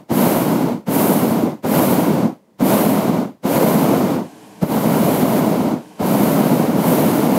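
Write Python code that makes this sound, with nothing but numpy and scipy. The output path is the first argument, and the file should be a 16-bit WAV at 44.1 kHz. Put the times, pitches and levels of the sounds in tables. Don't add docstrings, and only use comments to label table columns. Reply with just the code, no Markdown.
import sys
import numpy as np
from scipy import signal
from scipy.fft import rfft, irfft
from scipy.io import wavfile
from scipy.ndimage import uniform_filter1d, minimum_filter1d

SR = 44100
rng = np.random.default_rng(int(sys.argv[2]) if len(sys.argv) > 2 else 0)


def store_wav(level_fs):
    pcm = np.round(np.clip(np.atleast_2d(level_fs), -1, 1) * 32767)
    wavfile.write(sys.argv[1], SR, pcm.T.astype(np.int16))


N = 325458

# valve opens t/s, valve shuts t/s, jet strength level/dB, time to fill the line t/s,
# sag until it shuts level/dB, lift of roar and rush level/dB
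SHORT_BLASTS = [(-0.7, -0.112, -24, .05, 20.5, 0), (.104, .69, -24.2, .04, 20.3, -.4),
                (.878, 1.446, -22, .041, 20.3, -1.4), (1.644, 2.228, -22.2, .063, 22.7, 0),
                (2.603, 3.21, -23.7, .041, 23.8, .4), (3.442, 4.143, -26.4, .037, 15.7, .7)]
# valve opens t/s, valve shuts t/s
LONG_BURNS = [(4.627, 5.71), (6.003, 7.5)]
# t/s, jet strength level/dB
HAND_ON_VALVE = [
    [(4.66, -40), (4.726, -34), (5.142, -30), (5.278, -33), (5.394, -32), (5.412, -37), (5.456, -35),
     (5.7, -45)],
    [(6.01, -43), (6.07, -32), (6.278, -30), (6.612, -35), (6.74, -41), (6.888, -27), (7.328, -35),
     (7.37, -31)],
]
EMPTY_LINE_DB = 22
SAG_POWER = 1.8


def jet_strength(t):
    firings = []
    for opens, shuts, strength_db, fill_s, sag_db, _ in SHORT_BLASTS:
        age = np.clip(t - opens, 0, shuts - opens)
        filling_db = -EMPTY_LINE_DB * np.exp(-age / fill_s)
        sagging_db = -sag_db * (age / (shuts - opens)) ** SAG_POWER
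        firings.append(strength_db + filling_db + sagging_db + valve(t, opens, shuts))
    for (opens, shuts), hand in zip(LONG_BURNS, HAND_ON_VALVE):
        hand_t, hand_db = np.transpose(hand)
        firings.append(np.interp(t, hand_t, hand_db) + valve(t, opens, shuts))
    return np.max(firings, axis=0)


OPEN_DB_PER_S, SHUT_DB_PER_S = 1150, 175


def valve(t, opens, shuts):
    return -OPEN_DB_PER_S * np.maximum(opens - t, 0) - SHUT_DB_PER_S * np.maximum(t - shuts, 0)


FULL_JET_DB = -25
STARVE_JET_DB, STARVE_SOFT_DB = -53.4, 3.3


def follow(jet_db, full_db, slope, starved_slope):
    starved_db = STARVE_SOFT_DB * np.logaddexp(0, (STARVE_JET_DB - jet_db) / STARVE_SOFT_DB)
    return gain_of(full_db + slope * (jet_db - FULL_JET_DB) - starved_slope * starved_db)


# f/Hz, level/dB (per Hz)
RUMBLE_COLOUR = [(15, -48), (30, -45), (48, -40), (65, -35), (90, -20.5), (120, -11), (160, -1), (200, 1),
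                 (260, 0.5), (320, -3.5), (390, -10.5), (520, -24), (1000, -60), (2000, -100)]


def rumble(t, billow):
    gain = follow(jet_strength(t - .009), full_db=-14.5, slope=.16, starved_slope=1.65)
    return gain * flame(RUMBLE_COLOUR, billow, billow_db=1.2, flutter_db=1.5)


# f/Hz, level/dB (per Hz)
ROAR_COLOUR = [(40, -49), (200, -26), (320, -4.5), (410, -1), (530, 0), (630, 0), (800, -5), (980, -6),
               (1170, -13.5), (1400, -18), (1750, -30), (3000, -60), (6000, -100)]


def roar(t, billow):
    gain = follow(jet_strength(t - .004), full_db=-17.9, slope=.26, starved_slope=1.45)
    return gain * flame(ROAR_COLOUR, billow, billow_db=0.5, flutter_db=0.92)


def flame(spectrum, billow, billow_db, flutter_db):
    bursts = gain_of(billow_db * billow + flutter_db * eddies(130)) * rng.standard_normal(N)
    return evened(coloured(bursts, spectrum))


FLARE_DB, FLARE_S, FLARE_WIDTH_S = 1.8, .13, .06


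def flares(t):
    lift_db = np.zeros(N)
    for opens, shuts, *_, vigour_db in SHORT_BLASTS:
        lift_db += vigour_db * gain_of(valve(t, opens, shuts))
        lift_db += FLARE_DB * np.exp(-((t - opens - FLARE_S) / FLARE_WIDTH_S) ** 2)
    return gain_of(lift_db)


# f/Hz, level/dB (per Hz)
RUSH_COLOUR = [(300, -32), (700, -5), (1300, 2.5), (1500, 2.5), (1750, -2), (2200, 1), (2550, -4),
               (2950, -3), (3400, -6), (4400, -6.5), (5400, -9.5), (6600, -9.5), (8000, -13), (16000, -20)]


def rush(t, billow):
    gain = follow(jet_strength(t), full_db=-28.7, slope=.42, starved_slope=.95)
    return gain * jet(RUSH_COLOUR, billow, billow_db=0.35, flutter_db=0.27)


# f/Hz, level/dB (per Hz)
HISS_COLOUR = [(3000, -40), (7000, -12.5), (8500, -9.5), (10000, -5.5), (11500, -2.5), (12800, -0.5),
               (14000, -2), (15500, -7)]


def hiss(t, billow):
    gain = follow(jet_strength(t), full_db=-23.6, slope=1.02, starved_slope=.15)
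    return gain * jet(HISS_COLOUR, billow, billow_db=0.13, flutter_db=0.15)


def jet(spectrum, billow, billow_db, flutter_db):
    return evened(noise(spectrum) * gain_of(billow_db * billow + flutter_db * eddies(200)))


# t/s, swing level/dB, pitch of the puff f/Hz, scale of the deep push level/dB, lull after it level/dB
GAS_WHUMPS = [(.121, -21, 130, -26, 3), (.368, -15, 132, -19, 1), (.888, -20, 170, -32, 2),
              (1.657, -28, 170, -40, 3), (1.866, -11, 200, -33, 1), (2.612, -20, 152, -31, 1),
              (2.87, -8.5, 215, -33, 2.5), (3.102, -8.5, 215, -35, 1), (3.459, -12, 191, -27, 3),
              (3.558, -13, 140, -21, 0), (4.04, -11, 210, -33, 0), (4.637, -8, 192, -7.5, 5.5),
              (4.779, -9, 210, -30, 2), (6.028, -19, 121, -25, 1), (6.693, -8.5, 210, -30, 1)]


def whumps(t, length_s=0.0056, push_s=0.0024):
    out = np.zeros(N)
    for start, swing_db, pitch_hz, push_db, _ in GAS_WHUMPS:
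        age = t - start
        cycles = pitch_hz * age + rng.random()
        swing = np.exp(-(age / length_s) ** 2 / 2) * np.sin(2 * np.pi * cycles)
        u = age / push_s
        push = -u * np.exp(-u ** 2)
        out += gain_of(swing_db) * swing + gain_of(push_db) * push
    return out


LULL_S = .035
FLASH_SHARE, FLASH_S = .55, .009


def lulls(t):
    change_db = np.zeros(N)
    for start, *_, lull_db in GAS_WHUMPS:
        flash = FLASH_SHARE * np.exp(-((t - start) / FLASH_S) ** 2)
        u = np.maximum(t - start, 0) / LULL_S
        dip = (u * np.exp(1 - u)) ** 2
        change_db += lull_db * (flash - dip)
    return gain_of(change_db)


# f/Hz, level/dB (per Hz)
SMALL_FLAME_COLOUR = [(30, -33), (55, -27), (125, -9), (200, -0.5), (380, -13), (600, -10), (850, -7.5),
                      (1050, -12), (1250, -22), (3000, -22), (3800, -25), (7000, -25.5), (12300, -28.5),
                      (15500, -41)]
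# f/Hz, width f/Hz, lift level/dB
CAN_RESONANCES = [(215, 35, 6.5), (305, 40, 15), (440, 40, 13), (730, 45, 5), (950, 60, 3), (1090, 50, 6),
                  (1540, 100, 8), (1690, 90, 6), (2430, 140, 4), (3100, 150, 4)]


def small_flame():
    hz = np.fft.rfftfreq(N, 1 / SR)
    lift_db = sum(db / (1 + (2 * (hz - centre) / width) ** 2) for centre, width, db in CAN_RESONANCES)
    return evened(irfft(rfft(noise(SMALL_FLAME_COLOUR)) * gain_of(lift_db), N))


# from t/s, to t/s, level/dB
LIT_PAUSES = [(4.22, 4.62, -40.7), (5.79, 6.0, -42)]


def low_flame(t, fade_s=0.034):
    gain = np.zeros(N)
    for start, end, db in LIT_PAUSES:
        inside_s = np.minimum(t - start, end - t)
        gain += gain_of(db) * np.sqrt(np.clip(inside_s / fade_s + .5, 0, 1))
    return gain


# f/Hz, level/dB (per Hz)
PILOT_COLOUR = [(18, -69), (30, -39), (197, 0), (299, -8), (639, -12), (691, -18), (945, -16), (1400, -30),
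                (1910, -28), (2550, -33), (15500, -41)]


def pilot():
    return gain_of(-55) * noise(PILOT_COLOUR)


def gain_of(db):
    return 10 ** (np.asarray(db) / 20)


def evened(x):
    return x / np.sqrt(np.mean(x ** 2) + 1e-20)


def coloured(x, points):
    point_hz, point_db = np.transpose(points)
    hz = np.fft.rfftfreq(N, 1 / SR)
    db = np.interp(np.log(hz + 1), np.log(point_hz), point_db)
    return irfft(rfft(x) * gain_of(db), N)


def noise(points):
    return evened(coloured(rng.standard_normal(N), points))


def eddies(rate_hz):
    hz = np.fft.rfftfreq(N, 1 / SR)
    return evened(irfft(rfft(rng.standard_normal(N)) / np.sqrt(1 + (hz / rate_hz) ** 4), N))


def scene():
    t = np.arange(N) / SR
    billow = eddies(32)
    lull, flare = lulls(t), flares(t)
    burning = lull * (rumble(t, billow) + flare * roar(t, billow))
    gas = np.sqrt(lull) * flare * rush(t, billow) + hiss(t, billow)
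    pauses = low_flame(t) * small_flame() + pilot()
    sound = burning + gas + whumps(t) + pauses
    return np.array([sound, sound])


EDGE_HZ = 15750


def record(dry, ceiling_db=-3.5, recovery_db_per_s=70):
    over_db = np.maximum(20 * np.log10(abs(dry).max(0) + 1e-9) - ceiling_db, 0)
    over_db = -minimum_filter1d(-over_db, size=89)
    fall_db = np.arange(N) / SR * recovery_db_per_s
    recovering_db = np.maximum.accumulate(over_db + fall_db) - fall_db
    duck_db = uniform_filter1d(recovering_db, size=89)
    low_pass = signal.firwin(767, EDGE_HZ, window=("kaiser", 9), fs=SR)
    return signal.oaconvolve(dry / gain_of(duck_db), low_pass[None], "same")


dry = scene()
out = record(dry)
store_wav(out)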